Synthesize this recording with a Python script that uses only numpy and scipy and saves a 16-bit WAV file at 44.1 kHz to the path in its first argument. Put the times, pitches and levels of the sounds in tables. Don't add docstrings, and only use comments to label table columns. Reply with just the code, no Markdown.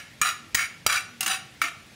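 import sys
import numpy as np
from scipy import signal
from scipy.fft import rfft, irfft
from scipy.io import wavfile
from scipy.ndimage import uniform_filter1d

SR = 44100
rng = np.random.default_rng(int(sys.argv[2]) if len(sys.argv) > 2 else 0)


def digitize_waveform(pressure):
    field = np.atleast_2d(pressure).T
    bounded = np.clip(field, -1, 1)
    quanta = np.round(bounded * 32767).astype(np.int16)
    wavfile.write(sys.argv[1], SR, quanta)


def decibels_to_gain(level_db):
    exponent = np.asarray(level_db, float) / 20
    return 10 ** exponent


N = 85995
PREROLL = 13230
RING_LEN = 8192

# start_s, peak_db, spot_index, thump_db, crack_db
KNOCKS = [
    (0.2147, -15, 0, -37, -20.5),
    (0.5459, -19, 1, -29, -23),
    (0.5485, -10, 1, -46, -20.5),
    (0.8642, -11.5, 2, -30, -17.5),
    (1.2069, -19, 3, -70, -25.5),
    (1.2292, -25, 3, -66, -27.5),
    (1.2615, -20, 3, -70, -22.5),
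    (1.2778, -25, 5, -44.5, -28),
    (1.6160, -13, 4, -64, -24),
]
# pitch_hz, width_hz, level_db
SPOT_1 = [(1220, 90, 2), (1730, 50, -11), (2390, 41, 4), (4070, 33, -32.5), (5500, 37, -20),
          (6780, 78, 5.5), (8210, 45, 0.5), (9700, 34, -16), (13570, 170, -10)]
SPOT_2 = [(1420, 55, -5), (1854, 80, 3), (2235, 57, 0.5), (3140, 150, -10), (4860, 120, 3), (6610, 270, 8),
          (8340, 140, 0), (10430, 140, -15), (11100, 180, -13), (15590, 200, 8.5)]
SPOT_3 = [(1306, 90, 3), (2320, 110, -2), (3160, 73, -2), (4040, 145, -11), (4770, 47, 3.5), (5760, 67, 3),
          (7120, 210, -12), (8170, 95, -30), (9260, 110, -2.5), (10600, 190, -13), (12200, 82, -12),
          (14700, 98, -1.5)]
SPOT_4 = [(743, 48, -7), (2050, 32, -7.5), (2820, 62, 0.5), (4214, 45, -15.5), (5140, 87, -12.5),
          (6398, 150, -5.5), (7780, 90, -10), (8700, 120, -7.5), (9630, 80, -7.5), (10350, 110, -9),
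          (11320, 220, -8), (12560, 110, -9)]
SPOT_5 = [(1250, 210, 4.5), (1730, 93, -6), (2234, 150, 2), (3860, 95, -12.5), (4770, 80, -27),
          (5740, 180, -27), (7060, 230, -17), (8450, 89, -21), (8820, 120, -18), (9400, 110, -29),
          (12000, 100, -8.5)]
SPOT_BOUNCE = [(2920, 110, -6), (3910, 87, -8), (4940, 76, -3), (5800, 100, 1), (6850, 92, -14),
               (8790, 88, 8), (9800, 86, -8)]
SPOTS = [SPOT_1, SPOT_2, SPOT_3, SPOT_4, SPOT_5, SPOT_BOUNCE]
# pitch_hz, density_db_per_hz
CRACK = [(400, -23), (900, -8.5), (1400, 0.5), (5250, -3.5), (7000, -0.5), (11000, -6), (16000, -2.5)]
# start_s, level_db, length_s
SLAP = (.8642, -11, 0.00036)
# pitch_hz, gain_db
BODY_CUT = [(250, -24), (600, -20), (760, -4), (900, -16), (1040, -11), (1150, 0)]

# start_s, length_s, level_db, brightness_db_per_octave, path_index
DRAGS = [
    (-.2, 0.16, -34.5, 0.5, 1),
    (0.214, 0.077, -27.5, -0.5, 0),
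    (0.553, 0.081, -33, -1, 1),
    (.872, 0.1, -30.5, 0., 2),
    (1.211, 0.027, -39.5, 2, 3),
    (1.262, 0.072, -28.5, 0.07, 3),
    (1.617, 0.033, -28.5, -3, 4),
]
# start_s, change_db
CATCHES = [(0.237, -11), (.250, 2.5), (.2605, 0), (0.262, -5), (0.277, -5), (.293, -4), (0.31, -2),
           (0.556, -12), (0.57, 15), (0.591, 15), (.608, 9.5), (.655, 11), (0.878, -19), (0.888, 5),
           (0.8977, 12), (.912, -2), (0.9233, 12), (.942, 5), (0.958, 5.5), (0.977, 5), (1.266, -6),
           (1.287, -16), (1.245, 4), (1.296, 2), (1.3085, 8.5), (1.322, -11.5), (1.344, 0), (1.382, -11),
           (1.628, -12), (1.641, -3), (1.650, -1), (1.681, 17)]
# pitch_hz, width_hz, level_db
PATH_1 = [(695, 81, -18), (1244, 17, 0), (1385, 92, 1), (1803, 71, -1), (2440, 124, -6)]
PATH_2 = [(727, 44, -10), (1422, 25, -2), (1808, 62, 1), (2239, 46, 2), (2740, 34, -5), (3044, 48, -7.5),
          (2470, 60, -10)]
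PATH_3 = [(660, 100, -25), (1103, 9.2, -22), (1466, 86, 1.5), (1576, 16, 2), (1830, 110, 2),
          (2333, 68, 1.5), (2465, 68, -4.5), (3030, 37, -8.5), (3320, 50, -5)]
PATH_4 = [(792, 30, -4), (1100, 130, -2.5), (1392, 75, -3), (1820, 52, 2), (2266, 53, -2.5),
          (1578, 57, -1.5), (2585, 34, -3.5), (3080, 110, -10)]
PATH_5 = [(706.5, 27, -2.5), (1350, 120, -2.5), (1830, 34, -12), (1830, 35, -4), (2280, 98, -4),
          (2720, 110, -6.5), (3130, 13, -3.5)]
PATHS = [PATH_1, PATH_2, PATH_3, PATH_4, PATH_5]
LOW_EDGE_HZ = [1070, 1320, 1110, 960, 1100]
# pitch_hz, width_hz, level_db
WALL = [(3925, 59, -2), (4795, 42, -0.5), (5827, 78, -1), (6900, 117, -4.5), (8130, 48, -6),
        (8750, 52, -15.5), (9330, 226, -6.5), (10690, 50, -8.5), (12260, 77, -14), (14600, 200, -6.5)]
# pitch_hz, density_db_per_hz
FLOOR = [(500, -115), (950, -1.5), (1200, -18), (2600, -0.5), (3600, -13), (8000, -19), (13500, -19),
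         (15200, -43)]
# pitch_hz, t60_s
FLOOR_T60 = [(800, 0.088), (3000, 0.075), (15000, 0.084)]

# start_s, length_s, pitch_hz, level_db
HUMS = [(0.384, 0.1, 237.4, -51), (0.41, 0.11, 326.2, -58.5), (1.033, 0.25, 238.8, -54),
        (1.205, 0.13, 212.6, -51), (1.241, 0.05, 327, -50.5), (1.615, 0.077, 255, -49.5),
        (1.62, 0.055, 332, -50), (1.42, 0.083, 138.5, -60), (1.8, 0.11, 45, -61)]
# start_s, level_db
TICKS = [
    (1.043, -55),
    (1.548, -49),
    (1.865, -49),
]

# pitch_hz, t60_s
ROOM_T60 = [(500, 0.61), (1500, 0.47), (5000, 0.43), (14000, 0.23)]
# pitch_hz, density_db_per_hz
AIR = [(15, -44), (25, -37), (117, -1.5), (285, -10), (427, -14.5), (1190, -20.5), (1650, -15),
       (2350, -13.5), (16000, -31)]

# pitch_hz, gain_db
MIC = [(30, -16), (58, 1), (11500, -0.5), (13600, -5), (14900, -4.5), (15600, -3)]
# pitch_hz, share_0_to_1
NOISE_SHARE = [(4000, 0), (4600, .04), (7000, .02), (8000, .25), (11800, .2), (13000, .85), (14300, .85),
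               (15000, .45)]
NOISY_KNOCKS = [.549, 1.262, 1.617]
DROPOUT_AT = [.2148, .5455, .863, 1.2065]
# pitch_hz, gain_db
DROPOUT_BAND = [(6000, -40), (8500, 0), (14000, 0), (15000, -20)]


def evened(x):
    return x / np.sqrt(np.mean(x ** 2) + 1e-20)


def read(points, hz):
    f, value = np.transpose(points)
    return np.interp(np.log(hz + 1), np.log(f + 1), value)


def colour(x, points):
    gain = decibels_to_gain(read(points, np.fft.rfftfreq(len(x), 1 / SR)))
    return irfft(rfft(x) * gain, len(x))


def add(mix, start_s, sound):
    part = mix[PREROLL + round(start_s * SR):][:len(sound)]
    part += sound[:len(part)]


def knock(peak_db, spot, thump_db, crack_db):
    contact_s, crack_t60, thump_hz, thump_t60 = 0.0017, 0.043, 88, 0.019
    t = np.arange(RING_LEN) / SR
    build_up = 1 - np.exp(-(t / contact_s) ** 2)
    fade = np.cos(np.pi / 2 * t / t[-1]) ** 2
    rung = colour(ring(spot, 1.4) * build_up, BODY_CUT) * fade
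    crack = evened(colour(rng.standard_normal(len(t)), CRACK))
    crack = crack * np.minimum(t / 0.00075, 1) * decibels_to_gain(-60 * t / crack_t60)
    bent_t = t + 0.004 * (1 - np.exp(-t / 0.0025))
    push = np.sin(2 * np.pi * thump_hz * bent_t) * decibels_to_gain(-60 * t / thump_t60)
    return decibels_to_gain(peak_db) * 2 * rung / abs(rung).max() + decibels_to_gain(crack_db) * 2 * crack + decibels_to_gain(thump_db) * 2 * push


def slap(level_db, length_s):
    t = np.arange(2000) / SR
    u = t / length_s
    return decibels_to_gain(level_db) * (1 - u) * u * np.exp(-2 * u) * 10


def ring(modes, narrow):
    t = np.arange(RING_LEN) / SR
    f, width, db = np.transpose(modes)[:, :, None]
    width = width / narrow
    split = rng.uniform(0.12, 1.0, f.shape)
    lower = np.sin(2 * np.pi * (f - 1.83 * split * width) * t)
    upper = np.sin(2 * np.pi * (f + 0.39 * split * width) * t)
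    h = (decibels_to_gain(db) * width * np.exp(-np.pi * width * t) * (lower + 1.9 * upper)).sum(0)
    return h / np.linalg.norm(h)


def drag(start, length, level_db, bright_db, path, edge_hz):
    t = np.arange(22050) / SR
    slips = slip_rain(len(t))
    press = pressing(t, start, length)
    edge = [(0.73 * edge_hz, -13), (edge_hz, 0)]
    walls = np.array(WALL) + rng.standard_normal((len(WALL), 1)) * [0, 0, 1.5]
    floor = colour(floor_modes(), edge) * np.hanning(2 * RING_LEN)[RING_LEN:]
    body = ring(walls, .95) + decibels_to_gain(-0.5) * floor + decibels_to_gain(3) * ring(path, 1.15)
    grit = colour(evened(colour(slips, FLOOR)), edge)
    out = signal.fftconvolve(slips * press, body)[:len(t)] + decibels_to_gain(-9) * grit * press
    return decibels_to_gain(level_db) * colour(out, BODY_CUT + [(2000, 0), (16000, 3 * bright_db)])


def slip_rain(count):
    slips_per_s, spread_db = 4000, 3.2
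    size_db = spread_db * np.minimum(rng.exponential(1, count), 3)
    happens = rng.random(count) < slips_per_s / SR
    slips = evened(happens * decibels_to_gain(size_db) * rng.choice([-1., 1.], count))
    return slips / np.sqrt(uniform_filter1d(slips ** 2, size=800) + .1)


def pressing(t, start, length):
    rise_s, start_db, release_db_per_s, judder_db = .05, -3, 400, .4
    catch_rise_s, catch_fall_s = 0.00075, 0.004
    judder = uniform_filter1d(rng.standard_normal(len(t)), size=300)
    judder = evened(uniform_filter1d(judder, size=300))
    press_db = start_db * np.clip(1 - t / rise_s, 0, 1) * length / 0.091
    press_db = press_db - release_db_per_s * np.maximum(t - length, 0)
    at, change_db = np.transpose(CATCHES)
    since = np.maximum(start + t - at[:, None], 0)
    bump = (1 - np.exp(-since / catch_rise_s)) * np.exp(-since / catch_fall_s)
    press_db = press_db + change_db @ bump
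    return decibels_to_gain(press_db + judder_db * judder) * np.minimum(t / 0.00037, 1)


def floor_modes(count=260):
    t = np.arange(RING_LEN) / SR
    u = rng.random((count, 3))
    f = (16000 * (np.arange(count) + u[:, 0]) / count)[:, None]
    t60 = read(FLOOR_T60, f)
    level = decibels_to_gain(read(FLOOR, f) + 4.4 * u[:, 1:2] - 60 * t / t60) / np.sqrt(t60)
    h = (level * np.sin(2 * np.pi * (f * t + u[:, 2:]))).sum(0)
    return h / np.linalg.norm(h)


def hum(length, hz, db):
    t = np.arange(0, length, 1 / SR)
    waver = 0.94 * np.sin(2 * np.pi * 9 * t + 6 * rng.random())
    return decibels_to_gain(db) * np.sin(np.pi * t / length) * np.sin(2 * np.pi * hz * t + waver)


def tick(level_db):
    t = np.arange(2000) / SR
    return np.sin(2 * np.pi * 15100 * t) * decibels_to_gain(level_db - 60 * t / .02)


def kitchen(x):
    taps = np.zeros(SR)
    at = np.arange(300, SR - 20, 20) + rng.integers(0, 20, (SR - 301) // 20)
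    taps[at] = rng.choice([-1., 1.], at.shape)
    hz, t, z = signal.stft(taps, SR, nperseg=256)
    decay = decibels_to_gain(-60 * t / read(ROOM_T60, hz)[:, None])
    tail = signal.istft(z * decay, SR, nperseg=256)[1]
    return signal.fftconvolve(x, tail / np.linalg.norm(tail))[:len(x)]


def air():
    level_db, patch_db = -51, -1
    frames, hz = (N + PREROLL) // 256 + 5, np.fft.rfftfreq(1024, 1 / SR)
    a, b, patches = rng.standard_normal((frames, 513, 3)).T
    patches = uniform_filter1d(patches, size=6, axis=0)
    patches = evened(uniform_filter1d(patches, size=10, axis=1))
    z = (a + 1j * b) * decibels_to_gain(read(AIR, hz)[:, None] + patch_db * patches)
    hiss = signal.istft(z, nperseg=1024, noverlap=768)[1][:N + PREROLL]
    return decibels_to_gain(level_db) * evened(hiss)


def scene():
    mix = np.zeros(N + PREROLL)
    for s, peak_db, spot, thump_db, crack_db in KNOCKS:
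        add(mix, s, knock(peak_db, SPOTS[round(spot)], thump_db, crack_db))
    slap_s, slap_db, slap_length = SLAP
    add(mix, slap_s, slap(slap_db, slap_length))
    for s, length, level_db, bright_db, path in DRAGS:
        i = round(path)
        add(mix, s, drag(s, length, level_db, bright_db, PATHS[i], LOW_EDGE_HZ[i]))
    for s, *row in HUMS:
        add(mix, s, hum(*row))
    for s, db in TICKS:
        add(mix, s, tick(db))
    mono = (mix + decibels_to_gain(-11.5) * kitchen(mix) + air())[PREROLL:]
    return np.array([mono, mono])


def noise_treble(x):
    clean_s = .022
    hz, t, z = signal.stft(x, SR, nperseg=256, noverlap=192)
    block, band = np.arange(len(t)) // 16, (np.arange(len(hz)) + 2) // 4
    luck = rng.standard_normal((block.max() + 1, band.max() + 1))
    luck = uniform_filter1d(luck, size=3, axis=0)
    rank = luck.argsort(0).argsort(0) / len(luck)
    swap = rank[block][:, band].T < read(NOISE_SHARE, hz)[:, None]
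    for s, peak_db, *_ in KNOCKS:
        if peak_db > -23:
            swap[:, (t > s - clean_s) & (t < s + clean_s * .8)] = False
    for s in NOISY_KNOCKS:
        swap[hz > 4500] |= (t > s) & (t < s + .003)
    level = np.sqrt(uniform_filter1d(abs(z) ** 2, size=4, axis=1).clip(0))
    level = uniform_filter1d(level, size=5, axis=2)
    noise = signal.stft(rng.standard_normal(x.shape), SR, nperseg=256, noverlap=192)[2]
    noise /= np.sqrt(np.mean(abs(noise) ** 2))
    mixed = np.where(swap, level * noise, z)
    return signal.istft(mixed, SR, nperseg=256, noverlap=192)[1][:, :N]


def treble_dropout(x):
    t = np.arange(N) / SR
    dropped = sum((t > s - .012) & (t < s - .001) for s in DROPOUT_AT)
    depth = (1 - decibels_to_gain(-11)) * uniform_filter1d(dropped * 1., size=60)
    return x - depth * np.array([colour(side, DROPOUT_BAND) for side in x])


def band_limit(x):
    lowpass = signal.firwin(511, 15750, window=("kaiser", 9), fs=SR)
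    low = signal.oaconvolve(x, lowpass[None], "same")
    return low + decibels_to_gain(-36) * (x - low)


def roll_off(x):
    return signal.sosfilt(signal.butter(12, 16810, fs=SR, output="sos"), x)


def record(dry):
    x = np.array([colour(side, MIC) for side in dry])
    x = treble_dropout(noise_treble(x))
    return roll_off(band_limit(x))


dry = scene()
out = record(dry)
digitize_waveform(out)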